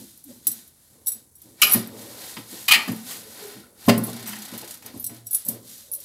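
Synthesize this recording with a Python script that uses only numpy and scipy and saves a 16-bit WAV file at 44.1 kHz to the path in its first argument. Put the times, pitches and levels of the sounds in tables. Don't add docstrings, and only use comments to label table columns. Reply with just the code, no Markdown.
import sys
import numpy as np
from scipy import signal
from scipy.fft import rfft, irfft, next_fast_len
from scipy.io import wavfile
from scipy.ndimage import map_coordinates

SR = 44100
rng = np.random.default_rng(int(sys.argv[2]) if len(sys.argv) > 2 else 0)


def dump(signal):
    limited = np.clip(np.atleast_2d(signal).T, -1, 1)
    pcm = np.round(limited * 32767).astype(np.int16)
    wavfile.write(sys.argv[1], SR, pcm)


def gain_from_db(level_db):
    decades = np.asarray(level_db, float) / 20
    return 10 ** decades


N = 266628

# start_s, peak_db, upper_modes_db (re peak), panel_pitch_ratio
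KNUCKLES = [(0.001, -43.5, -4.5, 0.88), (1.632, -36.5, 4, 1.02), (1.7462, -21.5, -8, 0.9),
            (1.756, -16, -14, 0.98), (2.374, -35.5, -15, 0.94), (2.758, -33, -3, 1),
            (2.877, -26.5, -6, 1.1), (2.892, -19.5, -25, 0.96), (3.8805, -5.5, -3, 1),
            (3.976, -18, -11, 0.92), (4.079, -33, 1, 1.11), (4.525, -33.5, -13, 0.99),
            (4.622, -51, 14, 0.85), (4.942, -32.5, -11, 1.04), (4.995, -51, -30, 0.89),
            (5.103, -44, -6, 0.99), (5.459, -41, -6, 0.87), (5.485, -30, -11, 0.97)]


def unit(x):
    return x / np.sqrt(np.mean(x ** 2) + 1e-20)


def along(points, hz):
    f, v = np.transpose(points)
    return np.interp(np.log(hz + 1), np.log(f + 1), v)


def wobble(rate):
    return map_coordinates(rng.standard_normal(N // 100 + 9), [np.arange(N) * rate / SR])


def filtered(x, response):
    m = next_fast_len(len(x) + SR // 4)
    return irfft(rfft(x, m) * response(np.fft.rfftfreq(m, 1 / SR)), m)[:len(x)]


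def resonances(peaks):
    def response(f):
        total = 0
        for k, (centre, width, db) in enumerate(peaks):
            damping = 1j * f * width
            total = total + (-1) ** k * gain_from_db(db) * damping / (centre ** 2 - f ** 2 + damping)
        return total
    return response


def coloured(spectrum):
    return unit(filtered(rng.standard_normal(N + SR), lambda hz: gain_from_db(along(spectrum, hz))))


def rub(spectrum, grain_db):
    grains = rng.standard_normal(N) * gain_from_db(grain_db * wobble(300))
    return unit(filtered(grains, lambda hz: gain_from_db(along(spectrum, hz))))


def add(track, s, sound):
    track[round(s * SR):][:len(sound)] += sound


def ring(modes, t, damping, scatter_db, blur):
    hz, db, t60 = np.transpose(modes)[:, :, None]
    level_luck, pitch_luck = rng.standard_normal((2, len(modes), 1))[::-1]
    steps = rng.standard_normal((len(modes), len(t) // 16 + 1))
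    steps = np.repeat(steps, 16, axis=1)[:, :len(t)]
    wander = blur * np.cumsum(steps, axis=1) / 4
    wave = np.sin(2 * np.pi * hz * (1 + 0.0048 * pitch_luck) * t + wander)
    return gain_from_db(db + scatter_db * level_luck - 60 * t * damping / t60) * wave


def swells(rows, peak, ease, rest_db):
    edge_db = 18
    t = np.arange(0, N + 32, 32) / SR
    peak = np.clip(peak, .05, .95)
    power = gain_from_db(2 * np.array(rest_db))[:, None] * np.ones(len(t))
    for s, length, db, second_db in rows:
        rising = (s - t) / (peak * length) + 1
        falling = (t - s - peak * length) / ((1 - peak) * length)
        away = np.maximum(rising, falling)
        power = power + gain_from_db(2 * (db - edge_db * away ** ease)) * gain_from_db([[0], [2 * second_db]])
    return [np.interp(np.arange(N) / SR, t, gain) for gain in np.sqrt(power)]


def wipe():
    # start_s, length_s, top_speed_db, pressure_db (re speed)
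    strokes = [(-.3, 0.57, -48.5, -15), (.22, 0.27, -54.5, -14), (.42, 0.3, -49, -8),
               (.66, 0.6, -64.5, -5.5), (1.05, 0.21, -54, -10), (1.36, 0.29, -60.5, -8),
               (1.6, 0.28, -38, 2.5), (1.88, 0.43, -48.5, -2.5), (2.1, 0.42, -44, -1.5),
               (2.44, 0.37, -44, -4.5), (2.68, 0.45, -45.5, 0.5), (3.02, 0.25, -41, -4),
               (3.14, 0.43, -49.5, -3.5), (3.3, 0.38, -48, 2.5), (3.77, 0.33, -45.5, -3),
               (3.95, 0.6, -46, 0.5), (4.25, 0.5, -46.5, 0.5), (4.48, 0.38, -49, -0.5),
               (4.66, 0.13, -44.5, -4.5), (4.825, 0.13, -54, 5.5), (4.89, 0.21, -53.5, -4),
               (5.07, 0.2, -56, 0.5), (5.28, 0.26, -47, -12), (5.45, 0.17, -49.5, -2),
               (5.6, 0.37, -48, -16), (5.92, 0.47, -48.5, -18)]
    # start_s, length_s, push_db, flex_db (re push)
    leans = [(-.04, 0.16, -43, -29), (.25, 0.31, -52.5, -7), (.45, 0.21, -48.5, -30),
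             (.88, 0.43, -63.5, 2.5), (1.13, 0.15, -54.5, -12), (1.43, 0.26, -50.5, -8.5),
             (1.85, 0.59, -48.5, 5.5), (2.365, 0.068, -39, -9), (2.5, 0.19, -45, -4.5),
             (2.69, 0.093, -43.5, -8), (3.05, 0.5, -52, 0.5), (3.3, 0.68, -56, 4.5),
             (3.55, 0.12, -44.5, -14), (3.78, 0.093, -61.5, -8), (4.05, 0.94, -49, -27),
             (4.51, 0.15, -44, -9.5), (4.61, 0.1, -59.5, 10.5), (4.82, 0.24, -47.5, -6),
             (4.92, 0.21, -55, -13), (5.08, 0.17, -45.5, -7), (5.5, 0.23, -44.5, -3), (5.82, 0.52, -70, 10)]
    # hiss_db, scrub_db, rumble_db, moan_db
    resting_db = (-87, -84.5, -77.5, -78)
    # start_s, end_s, ribs_per_s
    ribs = (4.0985, 4.775, 31.12)
    # frequency_hz, density_db
    hiss_colour = [(500, -33), (1470, -10), (2500, -11.5), (4010, 0), (5130, -2.5), (9420, 0), (12800, 0.5),
                   (15700, -8), (16100, -13.5), (16500, -83)]
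    # frequency_hz, density_db
    scrub_colour = [(350, -1), (600, -1), (877, -5.5), (1020, 2.5), (1140, -7), (1500, -4), (2710, -4),
                    (4500, -1.5), (5850, -5.5), (9900, -120)]
    # frequency_hz, density_db
    rumble_colour = [(15, -81.5), (85, -26.5), (112, 0), (129, -6), (145, -14.5), (203, -2.5), (244, 1),
                     (296, -6), (330, -1), (430, -23), (730, -120)]
    # frequency_hz, density_db
    moan_colour = [(190, -29), (320, 4.5), (362, -8), (416, 4.5), (578, 3.5), (639, -6), (1000, -7),
                   (1300, -15.5), (2200, -120)]
    # frequency_hz, width_hz, level_db
    rubbed_modes = [(775, 80, 5.5), (880, 46, -1.5), (1283, 50, 1.5), (1504, 67, 3.5), (1863, 70, 5),
                    (2270, 68, 1), (2720, 73, -6), (3700, 190, -3.5), (4420, 120, -2.5)]
    t = np.arange(N) / SR

    speed, pressure = swells(strokes, peak=0.34, ease=1.92, rest_db=resting_db[:2])
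    shudders = [(s + 0.0027, 0.1, .75 * db - 21, -6.5) for s, db, *_ in KNUCKLES]
    push, flex = swells(leans + shudders, peak=0.16, ease=1, rest_db=resting_db[2:])

    start, end, rate = ribs
    since_rib = (t - start) % (1 / rate)
    ripple_db = ((t > start) & (t < end)) * 6.5 * (2 * np.exp(-since_rib / .017) - 1)
    hiss = speed * gain_from_db(4.0 + ripple_db + wobble(25)) * rub(hiss_colour, grain_db=1.0)

    singing = resonances(rubbed_modes)
    pad = unit(filtered(rub(scrub_colour, grain_db=1.0), lambda hz: 1 + np.abs(singing(hz))))
    scrub = pressure * gain_from_db(0.07 * ripple_db + wobble(17)) * pad

    snaps_per_s, crackle_db = 260, -13
    snaps = (rng.random(N) < snaps_per_s / SR) * rng.standard_normal(N) * gain_from_db(4 * wobble(20))
    crackle = unit(filtered(snaps, resonances([(1500, 1400, 0.0052), (4200, 3000, 0.011)])))
    scrub += pressure * gain_from_db(crackle_db) * crackle

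    rumble = push * gain_from_db(0.32 * wobble(16)) * rub(rumble_colour, grain_db=0.0)
    moan = flex * gain_from_db(wobble(7.5)) * rub(moan_colour, grain_db=0.0)
    return hiss + scrub + rumble + moan + squeaks()


def squeaks():
    # start_s, length_s, pitch_hz, level_db
    sticks = [(0.252, 0.042, 283, -45.5), (0.276, 0.058, 250.6, -44), (0.287, 0.048, 555, -52.5),
              (0.34, 0.063, 240.7, -55), (0.453, 0.15, 228, -54), (3.22, 0.08, 435, -52),
              (3.385, 0.18, 411, -43), (3.398, 0.39, 1404, -61.5), (4.062, 0.22, 216, -52),
              (4.25, 0.2, 209.6, -38.5), (4.956, 0.12, 81.2, -40), (4.992, 0.1, 117.9, -47),
              (5.113, 0.2, 117.2, -49), (5.84, 0.17, 568, -58)]
    out, t = np.zeros(N), np.arange(N) / SR
    flutter = np.cumsum(1 + 0.014 * wobble(40)) / SR
    grip_db = 2.5 * wobble(30)
    for s, length, hz, db in sticks:
        rasp = 300 / hz + wobble(hz / 5) * min((hz / 800) ** 2, 1)
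        arch = np.sin(np.pi * np.clip((t - s) / length, 0, 1))
        swell = unit(rasp) * np.sqrt(np.abs(arch))
        out += swell * gain_from_db(db + grip_db) * np.sin(2 * np.pi * hz * flutter)
    return out


def clinks():
    # start_s, rattle_db, fourth_order_db, fifth_order_db (re rattle)
    wide_hits = [(0.4693, -2, -15.5, -14), (0.4762, -8, -19, -25), (0.5152, -14, -21, -17),
                 (1.061, -35, -1, -2), (1.0696, -9, -17, -11.5), (1.083, -14, -14, -16),
                 (1.1174, -20, -10, -13), (1.3533, -35, -15, -17), (1.696, -14.5, -8, -23),
                 (1.712, -8, -17, -22), (1.7433, -23, -29, -14), (3.9776, -11.5, -26, -26),
                 (4.037, -17, -14, -13), (4.065, -22, -17, -16), (4.273, -27, -16, -9),
                 (4.997, -28.5, -11, -6), (5.042, -10, -32, -22), (5.0642, -13, -17.5, -21),
                 (5.072, -23, -22, -23), (5.262, -36, -11, -20), (5.268, -17.5, -19.5, -35.5),
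                 (5.4502, -18.5, -20.5, -19), (5.464, -20, -22, -15), (5.4898, -19, -16, -19),
                 (5.9159, -29, 0.5, -9), (5.9351, -16, -18, -12), (6.0017, -25.5, -19, -16),
                 (6.037, -31, -14, -25)]
    # start_s, rattle_db, fourth_order_db, fifth_order_db, narrow_db (re rattle)
    narrow_hits = [(1.0787, -15, -12, -12, -10), (1.0927, -25, -14, -16, -13), (1.635, -15, -7, -3, -6),
                   (1.6686, -17.5, -13, -12, -7), (1.7203, -9.5, -12, -14, -5.5),
                   (1.7347, -6, -11, -5, -9.5), (3.863, -38, -12, 0, -6), (5.309, -17, -10.5, -14, -16),
                   (5.3303, -22.5, -5, -14, -1), (5.347, -6.5, -15.5, -19.5, -23.5),
                   (5.927, -28, -10, -15, -5), (5.9488, -20, -11.5, -15, -26)]
    # start_s, level_db
    dull_touches = [(0.175, -33), (0.2399, -25), (0.6764, -33), (1.3828, -37), (1.4174, -28), (1.6164, -1),
                    (1.872, -24.5), (2.683, -6.5), (2.7167, 0.5), (2.8767, -23), (2.919, -22),
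                    (2.9397, -37), (2.9623, -25), (4.2904, -19.5), (4.577, -18.5), (4.825, -44),
                    (4.861, -20.5), (4.9741, -27), (5.025, -23), (5.1447, -31), (5.3446, -9.5),
                    (5.4817, -14), (5.486, -6)]
    # frequency_hz, density_db
    rattle_colour = [(1470, -60.5), (2500, -33), (5650, -18), (7250, -18), (7710, -13.5), (10500, -3),
                     (13600, 0), (16000, -14.5)]
    # frequency_hz, level_db, t60_s
    glass_modes = [
        [(1560, -33, .05), (3765, -24, .06), (7910, -5, .1)],
        [(4124, -14, .09), (6020, -14, .07), (8230, -6, .09)],
        [(5655, -10, .08), (5775, -16, .06)],
        [(10190, -10, .08), (10410, -1, .1), (10560, -7, .07), (10780, -2, .1)],
        [(12750, -9, .07), (13135, -1, .1), (13510, -3, .09), (13700, -8, .07), (15350, -16, .06)],
        [(6761, -25, .05), (9000, -21, .06), (11070, -10, .07), (11430, 0, .09), (14120, -2, .07),
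         (14310, -8, .06)],
    ]
    # time_s, first_bangle_db, second_bangle_db, both_db
    skin_slack = [(.47, -19, -25, -25), (.52, -30, -22, -26), (1.1, -14, -25.5, -18.5),
                  (1.4, -28, -35, -31), (1.73, -21, -26, -22), (3.9, -26, -26, -29), (4.06, -35, -35, -37),
                  (4.28, -17, -16, -16), (5.0, -33, -35, -31), (5.06, -26, -21.5, -22),
                  (5.27, -22.5, -36.5, -28), (5.35, -22.5, -30, -26), (5.47, -24, -33, -30),
                  (5.9, -29, -28, -26.5)]
    narrow_idle_db = -31
    low_lag = 0.34

    out, t = np.zeros(N + SR), np.arange(SR // 9) / SR
    for s, db, *_ in wide_hits + narrow_hits + dull_touches:
        rattle = gain_from_db(-10.5 - 60 * t / 0.043) + gain_from_db(-15 - 60 * t / 0.0052)
        add(out, s, gain_from_db(db) * rattle * (1 - np.exp(-t / 0.00065)))
    out *= coloured(rattle_colour)

    contacts = sorted([(*row, narrow_idle_db) for row in wide_hits] + narrow_hits)
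    free_s = np.minimum(np.diff([row[0] for row in contacts], append=N), .02)
    slack_s, *slack_db = np.transpose(skin_slack)
    for (s, db, *strength_db), hold in zip(contacts, free_s):
        choke = .1 + .9 * np.exp(-np.maximum(t - hold, 0) / .006)
        low_db = [np.interp(s, slack_s, free_db) - low_lag * db for free_db in slack_db]
        for modes, hit_db in zip(glass_modes, [*low_db, *strength_db]):
            rows = ring(modes, t, damping=.8, scatter_db=2.5, blur=.055) * (1 - np.exp(-t / .0004))
            add(out, s, gain_from_db(db + 1.18 * hit_db + 4.0) * choke * rows.sum(0))
    return out[:N]


def clacks():
    # start_s, peak_db, treble_db (re peak), t60_s
    landings = [
        [(0.4697, -31, 15, 0.016), (1.6172, -13, -2, 0.12), (1.6203, -6.5, -11.5, 0.068),
         (1.6297, 2.5, -21, 0.025), (1.6434, -21, -12.5, 0.14)],
        [(2.6808, -11.5, -10, 0.051), (2.6845, -12.5, -13.5, 0.31), (2.7115, -4, -12, 0.042),
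         (2.7205, 1.5, -11.5, 0.037), (2.7346, -3, -15, 0.068), (2.7445, -7, -18.5, 0.055),
         (2.7529, -17, -21.5, 0.071), (3.1066, -31.5, -3, 0.25)],
        [(1.071, -45, -20, 0.099), (1.742, -20, -19, 0.11), (2.0148, -42, 0, 0.13), (2.3675, -24, -21, 0.08),
         (2.881, -23.5, -11, 0.08), (3.8841, -10, -10.5, 0.083), (3.8925, -4, -16, 0.056),
         (4.263, -33.5, -4, 0.51), (4.283, -34, -14, 0.051), (4.3315, -22, -19, 0.044), (4.365, -32, -9, .05),
         (4.43, -44, -18, .05), (4.535, -35, -4, 0.1), (4.63, -38, -18, 0.094), (4.823, -38.5, -4.5, 0.082),
         (4.861, -37.5, 5.5, 0.047), (5.095, -42.5, -6, 0.12), (5.475, -56, -16, 0.14)],
    ]
    # frequency_hz, density_db
    wall_colours = [
        [(500, -23), (950, -20), (1200, -2.5), (1600, -10.5), (2000, -12), (2400, -2), (3020, 4), (3450, -8),
         (3950, -12), (5140, -4), (7000, -30), (15400, -120)],
        [(450, -42), (780, -10.5), (1200, -6.5), (1550, -9), (2000, 0.5), (2450, -3.5), (3020, 2.5), (3500, -5),
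         (4300, -3.5), (4900, -4.5), (7000, -32.5), (15400, -120)],
        [(400, -26), (850, 2), (1300, -5), (1600, -4.5), (1900, 0.5), (2400, -4), (2850, -1), (3600, -8),
         (4900, -8), (7000, -30), (15400, -120)],
    ]
    # frequency_hz, level_db, t60_s
    wall_modes = [
        [(1810, -20, 0.097), (2830, -3, .07), (4660, -15, .09), (5020, -12.5, .05), (5360, -4.5, .09)],
        [(787, -20, 0.12), (1155, -9, 0.059), (3370, -8.5, .07), (3800, -8, .07), (4600, -6, 0.054)],
        [(830, -8.5, .08), (1248, -5, 0.059), (1848, -9.5, 0.069), (2520, -8.5, 0.079), (3060, -8, 0.11),
         (4540, -10, 0.079), (4930, -5, 0.1)],
    ]
    # start_s, frequency_hz, level_db, t60_s
    single_modes = [(1.6185, 2962, -7.5, 0.057), (1.619, 2275, -10, 0.052), (1.621, 1230, -20, 0.053),
                    (1.621, 3900, -15.5, 0.087), (1.632, 2455, -19, 0.19), (1.632, 3006, -19, 0.13),
                    (1.632, 4150, -19, 0.12), (2.684, 2472, -14.5, 0.13), (2.685, 3010, -12.5, .05),
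                    (2.71, 3050, -4.5, .035), (2.71, 1255, -17, 0.07), (2.716, 2465, -4.5, 0.053),
                    (2.72, 2322, -10, .045), (2.72, 4290, -16.5, .12), (2.734, 2720, -11, .05),
                    (2.747, 2700, -15.5, 0.059), (2.734, 1850, -13.5, 0.084), (2.735, 2050, -19, 0.061),
                    (2.755, 2280, -20.5, 0.0934), (2.757, 2800, -31, .06), (4.535, 1006, -47.5, .15),
                    (4.63, 600, -47, .15), (4.65, 495, -47, .15), (4.95, 722, -48, 0.11),
                    (5.095, 696, -51, 0.29), (5.46, 578, -46, 0.14)]

    noise, fizz, tones = np.zeros((3, N + SR))
    t = np.arange(SR // 6) / SR
    onset = 1 - np.exp(-t / 0.0012)
    for contacts, colour, modes in zip(landings, wall_colours, wall_modes):
        body = np.zeros(N + SR)
        for s, db, treble_db, t60 in contacts:
            blow = gain_from_db(db - 7.0) * onset
            add(tones, s, gain_from_db(db + treble_db - 8) * np.hanning(SR // 4000))
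            add(body, s, blow * gain_from_db(-60 * t / t60))
            add(fizz, s, blow * gain_from_db(treble_db + 8.5 - 60 * t / (0.85 * t60)))
            rows = ring(modes, t, damping=0.13 / t60, scatter_db=0.0, blur=.045)
            add(tones, s, blow * gain_from_db(-1.0) * rows.sum(0))
        noise = noise + gain_from_db(-1.5) * body * coloured(colour)
    for s, *mode in single_modes:
        add(tones, s, ring([mode], t, damping=1, scatter_db=0, blur=.02)[0] * onset)

    fizz = fizz * coloured([(3500, -33.0), (6000, 0.5), (16000, -2.5)])
    chatter = gain_from_db(1.0 * wobble(400))
    return chatter * (noise + fizz)[:N] + tones[:N]


def knocks():
    # frequency_hz, level_db, t60_s
    cavity_modes = [(90, -32, .6), (118, -9, .6), (193, -2, .24), (233, 2, .3), (260, -2, .2),
                    (310, -16, .24), (358, -24, .3), (401, -12, .45), (430, -19, .2), (500, -16, .3),
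                    (577, -9, .24), (640, -11, .14), (686, -10, .18), (745, -15, .2), (825, -19, .15),
                    (903, -22, .15), (1014, -14, .16), (1050, -15, .13), (1240, -26, .06)]
    out, t = np.zeros(N + SR), np.arange(SR // 2) / SR
    modes = np.array(cavity_modes)
    upper, panel = modes[:, :1] > 340, modes[:, :1] > 150
    for s, db, upper_db, ratio in KNUCKLES:
        loaded = np.where(panel, modes * [ratio, 1, 1], modes)
        rows = ring(loaded, t, damping=1.5, scatter_db=1.2, blur=0.003)
        rows = rows * gain_from_db(upper * (upper_db + 8))
        add(out, s, gain_from_db(db - 2) * (1 - np.exp(-t / 0.0035)) * rows.sum(0))
    return out[:N]


def kitchen(x):
    # frequency_hz, t60_s
    room_decay = [(200, 1), (2500, 0.33), (8000, 0.22), (14000, 0.18)]
    out, step = np.zeros(N + 2 * SR), SR // 3
    for k in range(0, N, step):
        hz, t, z = signal.stft(rng.standard_normal(SR // 2), SR, nperseg=256)
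        decay = gain_from_db(-60 * t / along(room_decay, hz)[:, None])
        tail = signal.istft(z * decay, SR, nperseg=256)[1]
        answer = signal.fftconvolve(x[k:k + step], tail / np.linalg.norm(tail))
        add(out, k / SR + 0.0043, answer)
    return out[:N]


def scene():
    # frequency_hz, width_hz, level_db
    port_difference = [(1865, 260, -10), (9850, 450, -7.5), (4800, 2500, -27), (950, 1000, -26),
                       (2700, 1000, -16), (11200, 500, -18)]
    glass, steel, boom = clinks(), clacks(), knocks()
    room = kitchen(gain_from_db(-8.5) * glass + gain_from_db(-8.5) * steel + gain_from_db(-16.5) * boom)
    mid = glass + steel + boom + wipe() + room
    side = filtered(mid, resonances(port_difference))
    return np.array([mid + side, mid - side])


def roll_off(x):
    return signal.sosfilt(signal.butter(12, 16650, fs=SR, output="sos"), x)


def record(dry):
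    # frequency_hz, gain_db
    mic_response = [(20, -62), (48, -44), (68, -19), (105, 0), (15500, 0), (15900, -30), (16600, -42),
                    (17000, -90)]
    # frequency_hz, density_db
    floor_colour = [(15, -28), (40, -12.5), (80, 3), (242, -7.5), (416, -13.5), (2110, -26), (2280, -25.5),
                    (2690, -31.5), (3720, -26.5), (9320, -12), (11000, -11), (16000, -22.5)]
    clipped = dry / (1 + np.abs(dry / .98) ** 5) ** (1 / 5)
    trimmed = np.array([filtered(x, lambda hz: gain_from_db(along(mic_response, hz))) for x in clipped])
    shared = rub(floor_colour, grain_db=-1.5)
    opposed = np.outer([1, -1], rub(floor_colour, grain_db=-7.5))
    floor = gain_from_db(-59.0) * (shared + gain_from_db(-17) * opposed)
    return roll_off(trimmed + floor)


dry = scene()
out = record(dry)
dump(out)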